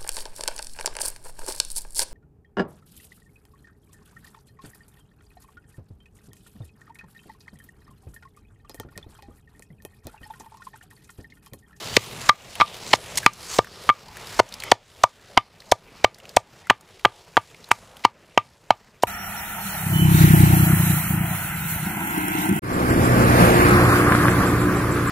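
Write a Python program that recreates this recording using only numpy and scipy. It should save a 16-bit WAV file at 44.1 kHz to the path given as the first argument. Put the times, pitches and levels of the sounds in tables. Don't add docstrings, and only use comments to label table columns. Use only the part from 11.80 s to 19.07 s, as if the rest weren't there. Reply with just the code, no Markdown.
import sys
import numpy as np
from scipy import signal
from scipy.io import wavfile
from scipy.ndimage import uniform_filter1d

SR = 44100
rng = np.random.default_rng(int(sys.argv[2]) if len(sys.argv) > 2 else 0)


def boost_factor(decibels):
    exponent = np.asarray(decibels, float) / 20
    return 10 ** exponent


def int16_out(signal):
    q = np.round(np.clip(np.atleast_2d(signal).T, -1, 1) * 32767)
    wavfile.write(sys.argv[1], SR, q.astype(np.int16))


N = 320607


def rms_one(x):
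    return x / np.sqrt(np.mean(x ** 2) + 1e-20)


def at_hz(points, hz):
    point_hz, point_db = np.transpose(points)
    return np.interp(np.log(hz), np.log(point_hz), point_db)


def add(out, s, sound):
    i = round(s * SR)
    out[i:i + len(sound)] += sound[:N - i]


def drift(rate):
    r = np.exp(-80 * np.pi * rate / SR)
    white = rng.standard_normal(N // 40 + 2002)
    slow = signal.lfilter([1], [1, -2 * r, r * r], white)[2000:]
    return np.interp(np.arange(N) / 40, np.arange(len(slow)), rms_one(slow))


def damped(hz, t60):
    t = np.arange(SR // 5) / SR
    return np.sin(2 * np.pi * hz * t) * boost_factor(-60 * t / t60)


def butter(x, order, hz, kind):
    return signal.sosfilt(signal.butter(order, hz, kind, fs=SR, output="sos"), x)


def band(x, hz, octaves, order=1):
    edges = np.clip(hz * 2. ** np.array([-octaves, octaves]), 30, 19000)
    return rms_one(butter(x, order, edges, "band"))


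# frequency in Hz, side minus mid in dB.
WIDTH = [(60, -13), (110, -33.5), (200, -18), (380, -21.5), (700, -24.5), (1290, -22.5), (2380, -22.5),
         (4400, -18.5), (8120, -17), (15000, -10)]


def noise(spectrum, patchy_db, grit_db):
    out, together = 0, drift(16)
    edges = 22 * 2 ** np.arange(0, 10, .5)
    white = rng.standard_normal((2, 2, N)) * boost_factor(grit_db * drift(160))
    for k, (low, high) in enumerate(zip(edges, edges[1:])):
        mid, side = butter(white[k % 2], 2, [low, high], "band")
        hz = np.sqrt(low * high)
        gain = boost_factor(at_hz(spectrum, hz) + patchy_db * (.5 * together + drift(4.2)))
        out = out + gain * (mid + boost_factor(at_hz(WIDTH, hz)) * side * [[1], [-1]])
    return rms_one(out)


# frequency in Hz, density in dB per Hz.
FOREST = [(15, -37), (25, -8.5), (129, -1.5), (182, -4.5), (350, -15), (486, 1), (728, -16), (883, -7),
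          (1490, -15.5), (2500, -15), (3250, -40), (5500, -120)]


def forest_air():
    return noise(FOREST, patchy_db=2.5, grit_db=2.1)


# frequency in Hz, density in dB per Hz.
RUSTLE = [(530, -31.5), (900, -3.5), (1910, -8.5), (4560, -1), (5410, -11.5), (6640, -6), (7500, -9.5),
          (8160, -8.5), (14600, -17.5), (16300, -34)]


def rustle():
    leaves = noise(RUSTLE, patchy_db=1.7, grit_db=2.2)
    return [rms_one(butter(leaves, 3, 4500, side)) for side in ("low", "high")]


# level in dB, in the order of the blows.
DUCKED_DB = [-46, -54.5, -49, -48, -52.5, -52.5, -54, -51, -60.5, -60.5, -60, -57.5, -58.5, -58, -60.5, -53,
             -53, -46, -62, -56, -57.5, -52]
# time in seconds, level in dB.
CEILING = [(0, -36.5), (1.8, -42.5), (2.9, -41.5), (3.3, -45), (4.6, -50.5), (5.0, -54.5), (6.3, -50.5),
           (6.7, -57.5), (7.27, -56)]
# time in seconds, level in dB.
STIR = [(0, 4), (.14, 0), (.21, 4), (.36, -2.2), (.8, 1.5), (1.38, -1), (1.5, -2.5), (1.76, 9.5),
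        (1.82, -1), (2.38, -4.5), (2.5, -0.7), (2.79, -5), (3.3, -1), (3.78, -7), (4.55, -6.5),
        (5.93, -5.6), (6.28, -7.5), (7.27, -9)]
START_DB, RECOVER_DB_PER_S = -42, 31
RUB_PER_DUCK, HISS_DB, HISS_PER_DUCK = 0.13, -1.3, 0.17


def gain_control():
    t = np.arange(N) / SR
    times = np.array([0, *(row[0] for row in BLOWS)])
    last = np.searchsorted(times, t, side="right") - 1
    ceiling_db = np.interp(t, *np.transpose(CEILING))
    climbing_db = np.array([START_DB, *DUCKED_DB])[last] + RECOVER_DB_PER_S * (t - times[last])
    air_db = uniform_filter1d(np.minimum(climbing_db, ceiling_db), size=221)
    duck_db = air_db - ceiling_db
    rub_db = air_db + np.interp(t, *np.transpose(STIR)) + RUB_PER_DUCK * duck_db
    return boost_factor(air_db), boost_factor(rub_db), boost_factor(rub_db + HISS_DB + HISS_PER_DUCK * duck_db)


# start in seconds, length in seconds, pitch in Hz, level in dB.
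SQUEAKS = [
    (.05, .12, 4600, -43),
    (1.42, .04, 1680, -38),
    (1.66, .13, 4550, -44),
    (1.67, .07, 6450, -43),
    (1.66, .09, 8100, -50),
    (2.84, .06, 2100, -43),
    (2.83, .07, 950, -48),
    (2.85, .06, 5200, -53),
    (2.84, .06, 3100, -47),
    (4.83, .06, 1980, -55),
]


def squeaks():
    out = np.zeros(N)
    for (s, length, hz, db), white in zip(SQUEAKS, rng.standard_normal((len(SQUEAKS), SR // 5))):
        swell = np.sin(np.pi * np.clip(np.arange(len(white)) / SR / length, 0, 1))
        add(out, s, boost_factor(db) * band(white, hz, 190 / hz, order=2) * swell)
    return out


# start in seconds, peak in dB, pitch in Hz, bright edge in dB.
TICKS = [(0.0718, -22, 4320, -19.5), (.1396, -15.5, 2720, -26), (.753, -22.5, 2680, -4.5),
         (1.3562, -20.5, 6660, -15.5), (1.431, -23, 1640, -8.5), (1.5336, -36, 6300, 4),
         (1.845, -26.5, 1750, -8), (1.871, -24.5, 1260, -28), (2.369, -22.5, 1840, -6.5),
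         (2.471, -25, 4080, -11), (2.5325, -28, 1570, -19), (2.6893, -34, 6500, -17),
         (2.7235, -24.5, 4130, -15), (2.7394, -20, 5060, -9.5), (2.801, -19, 4190, -12),
         (2.822, -23, 2730, -17), (2.836, -18.5, 2160, -2.5), (3.803, -30, 3870, -29),
         (3.8192, -32.5, 1980, -24), (4.3844, -37, 1880, -1.5), (4.454, -30, 2650, -22.5),
         (4.4918, -27.5, 5080, -10.5), (4.87, -30, 1430, -6), (5.009, -42.5, 1215, 6),
         (5.194, -32, 2150, -11), (5.745, -32.5, 2430, -27), (5.8422, -27.5, 4170, -26),
         (5.888, -27.5, 1190, -8.5), (6.168, -33, 3030, -2.5), (7.0723, -47.5, 1880, -22)]
# start in seconds, peak in dB, pitch in Hz.
FAINT_TICKS = [(.608, -40, 2840), (2.2832, -33, 4550), (2.443, -35.5, 3300), (2.7646, -39.5, 2187),
               (3.4201, -46, 2050), (4.3445, -33, 4800), (4.4003, -36, 2780), (4.7522, -41.5, 1960),
               (5.7004, -37, 2900), (5.8664, -47, 3470), (6.1938, -37.5, 2300)]
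FAINT_EDGE_DB, TICK_DECAY_MS = -15, 2.96


def ticks():
    out, t = np.zeros(N), np.arange(SR // 25) / SR
    snaps = [*TICKS, *((*row, FAINT_EDGE_DB) for row in FAINT_TICKS)]
    envelope = np.exp(-t * 1000 / TICK_DECAY_MS) * (1 - np.exp(-t / 0.00046))
    for (s, db, hz, edge_db), white in zip(snaps, rng.standard_normal((len(snaps), len(t)))):
        colour = band(white, hz, 0.15) + boost_factor(edge_db) * band(white, 7000, 0.97)
        add(out, s, boost_factor(db - 6) * colour * envelope)
    return out


# resonance in Hz, width in Hz, level in dB.
BOWL = [(950, 98, 1.2), (1550, 610, -6.5), (2150, 362, 1), (3183, 367, -1.5)]


def hollow(x):
    out = 0
    for k, (hz, width_hz, db) in enumerate(BOWL):
        r = np.exp(-np.pi * width_hz / SR)
        poles = [1, -2 * r * np.cos(2 * np.pi * hz / SR), r * r]
        out = out + (-1) ** k * boost_factor(db) * signal.lfilter([1 - r * r, 0, r * r - 1], poles, x)
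    return rms_one(out)


# start in seconds, length in ms, level in dB, centre in Hz.
CRUSHES = [(.164, 5.9, -7, 3780), (.488, 6.5, -10, 2980), (.8, 31, -32.5, 2827), (1.128, 11.0, -9, 3030),
           (1.461, 3.3, -4, 2680), (1.784, 4.7, -10.5, 3500), (2.588, 13, -14.5, 3680),
           (2.914, 4.8, -7.5, 3550), (3.2334, 5.7, -13, 4180), (3.573, 3.56, -7.5, 2280),
           (3.914, 7.9, -11, 4620), (4.239, 8.9, -15, 3480), (4.563, 6.4, -11.5, 5040),
           (4.897, 6.1, -6, 2260), (5.249, 5.2, -12.5, 2280), (5.569, 2.9, -11, 2130),
           (5.906, 11.2, -21, 1830), (6.245, 8.3, -11.5, 2720), (6.5745, 3.5, -8.5, 2250),
           (6.904, 4.3, -12, 2410), (7.221, 7.7, -28.5, 4100), (7.231, 3.1, -21.5, 8900)]
# start in seconds, length in ms, level in dB, centre in Hz.
POPS = [
    (0.7991, 4.2, -24.5, 3283),
    (.808, 3.2, -18, 3300),
    (1.104, 36, -35, 3000),
    (1.141, 19, -26.5, 4000),
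    (1.372, 15, -19, 5970),
    (1.3725, 6.8, -18, 6500),
    (1.379, 6, -22, 3070),
    (5.9128, 4.3, -16.5, 5764),
    (6.238, 6.3, -30, 2698),
]
CRUSH_SWELL, POP_SWELL = 0.59, 0.12


def crushes():
    out, t = np.zeros(N), np.arange(SR // 12) / SR
    bursts = [(*row, CRUSH_SWELL) for row in CRUSHES] + [(*row, POP_SWELL) for row in POPS]
    shape = (len(bursts), len(t))
    draws = rng.standard_normal(shape) * rng.exponential(1, shape) ** .9
    sizzle = boost_factor(-23.5) * np.exp(-t / 0.016)
    for (s, length_ms, db, hz, swell), snaps in zip(bursts, draws):
        length = length_ms / 1000
        rise = np.clip(t / (swell * length), 0, 1) ** 1.5
        fall = np.exp(-np.maximum(t - length, 0) / 0.0011) + sizzle
        pods = band(snaps, hz, 0.69, order=2)
        in_bowl = 0.52 * (3000 / hz) ** 0.64 * hollow(snaps)
        colour = pods + in_bowl + 0.085 * band(snaps, 5800, 0.76)
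        add(out, s, boost_factor(db - 3.0) * colour * rise * fall)
    return out


# start in seconds, knock peak in dB, knock in Hz, pestle ring in dB, crack in dB.
BLOWS = [(0.1713, -4.5, 462, -22.5, -3.5), (.4942, 4, 950, -13.5, -4.5), (.817, -1, 1070, -7, -6),
         (1.1389, 2.3, 766, -23, -14), (1.4645, 4, 924, -9, -17), (1.7897, -.6, 473, -17, -10.5),
         (2.0988, -5.5, 1040, -7.5, -2.8), (2.601, 4, 643, -39.5, -11), (2.9206, 8, 680, -28, -11.5),
         (3.2387, 6.5, 950, -11, -15), (3.5789, 0.5, 914, -27, -5.5), (3.922, 10, 690, -20.5, -8.5),
         (4.2456, 11, 698, -13, 2), (4.5699, 10, 712, -21, -4.5), (4.9078, 2.5, 904, -36.5, -29.5),
         (5.2578, -3, 710, -41, -33), (5.5758, 1.3, 780, -43.5, -12), (5.9151, 5.5, 1026, -20, 2),
         (6.2511, 8, 937, -20, -12), (6.5768, 6, 695, -9, -2.5), (6.9065, 7.5, 816, -26, -6.5),
         (7.2359, 3, 707, -34, -10.5)]
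# start in seconds, knock peak in dB, knock in Hz,
# pestle ring in dB, crack in dB.
TOUCHES = [(0.1668, -15.5, 1288, -35, 5), (0.4935, -2, 1523, -2.5, 8), (0.8021, -9.5, 990, -12.5, -7.5),
           (.811, -5.5, 1055, -8.5, -2.5), (1.1343, -5.5, 1152, -51, 5), (1.4638, -0.5, 1197, -20.5, -6),
           (1.7914, -0.5, 890, -28, -24.5), (2.0914, -5.5, 1190, -4, 0), (2.5934, -3.5, 896, -27, -5.5),
           (2.5981, 2.6, 1016, -42, -5), (2.9183, 3, 938, -30.5, 4), (3.2403, 5.8, 811, -38, -23.5),
           (3.5711, -15, 1060, -27.5, -19), (3.575, 4, 1195, -30, -0.8), (3.5761, 0.5, 900, -10, -27),
           (4.2451, 3.5, 1513, -32, -20.5), (4.8999, 6.5, 1500, -8, -6), (5.2498, 2.5, 1300, -28, -30),
           (5.2522, 1, 1042, -13.5, 0.5), (5.5692, 3, 1291, -14, -8), (5.5734, -10.5, 930, -29, -25.5),
           (6.252, 4.5, 861, -23, -12.5), (6.5778, -5, 802, -32, -13), (6.9079, 2.5, 850, -16.5, -29.5)]
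# pitch in Hz, level in dB, t60 in seconds.
PESTLE = [(1190, 0, .062), (2255, -13, .045), (3250, -15, .02), (1197, -25, .13), (3570, -39, .11),
          (2275, -34, .12)]
# pitch in Hz, level in dB, t60 in seconds.
MORTAR = [(950, -17, 0.031), (272, -27, 0.018), (1500, -11.5, 0.0049), (410, -20.5, 0.013)]
# pitch in Hz, t60 in seconds.
GROUND = (106, 0.075)
KNOCK_SWELL_CYCLES, CRACK_T60_S = 0.65, 0.011
THUMP_DB, THUMP_DB_PER_OCTAVE, DEEP_HZ = -25, -7, 720


def knocks():
    out, t = np.zeros(N), np.arange(SR // 5) / SR
    contacts = [*BLOWS, *TOUCHES]
    chance = rng.normal(0, 3.5, (len(contacts), 10))
    chance[:, 0] = 0
    hiss = rng.standard_normal((len(contacts), len(t)))
    for (s, knock_db, hz, ring_db, crack_db), luck, white in zip(contacts, chance, hiss):
        age = t * hz / KNOCK_SWELL_CYCLES
        bowl = boost_factor(knock_db) * np.sin(2 * np.pi * hz * t) * (age * np.exp(1 - age)) ** 2.29
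        ring = sum(boost_factor(ring_db + db + u) * damped(f, t60) for (f, db, t60), u in zip(PESTLE, luck))
        body = sum(boost_factor(knock_db + db + u) * damped(f, t60) for (f, db, t60), u in zip(MORTAR, luck[6:]))
        crack = boost_factor(crack_db - 2.5) * hollow(white) * boost_factor(-60 * t / CRACK_T60_S)
        add(out, s - .5 / hz, bowl)
        add(out, s, crack - (ring + body) * (1 - np.exp(-t / 0.00027)))
    for s, _, hz, *_ in BLOWS:
        thump_db = THUMP_DB + THUMP_DB_PER_OCTAVE * np.log2(hz / DEEP_HZ)
        add(out, s, boost_factor(thump_db) * damped(*GROUND) * (1 - np.exp(-t / .003)))
    return out


# centre in Hz, t60 in seconds, level in dB.
TREES = (1300, 0.13, -35)


def trees(x):
    hz, t60, db = TREES
    t = np.arange(SR // 4) / SR
    mid, side = rng.standard_normal((2, len(t))) * boost_factor(-60 * t / t60) * (1 - np.exp(-t / 0.022))
    tails = [band(mid + sign * 0.065 * side, hz, 3.0) / np.sqrt(len(t)) for sign in (1, -1)]
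    return boost_factor(db) * np.array([signal.fftconvolve(x, tail)[:N] for tail in tails])


def scene():
    air_gain, rub_gain, hiss_gain = gain_control()
    rub, hiss = rustle()
    background = air_gain * forest_air() + rub_gain * rub + hiss_gain * hiss
    mortar = squeaks() + ticks() + crushes() + knocks()
    treble = butter(mortar, 1, 6000, "high")
    late = boost_factor(-28.0) * np.roll(treble, 9) + boost_factor(-37.5) * np.roll(mortar, 30)
    spread = late * [[1], [-1]]
    return mortar + spread + trees(np.clip(mortar, -1, 1)) + background


def band_limit(x):
    return signal.sosfilt(signal.butter(12, 16430, fs=SR, output="sos"), x)


def record(dry):
    flat = np.clip(dry, -.97, .97)
    cut = signal.sosfilt(signal.cheby2(10, 50, 16300, fs=SR, output="sos"), flat)
    return band_limit(cut)


dry = scene()
out = record(dry)
int16_out(out)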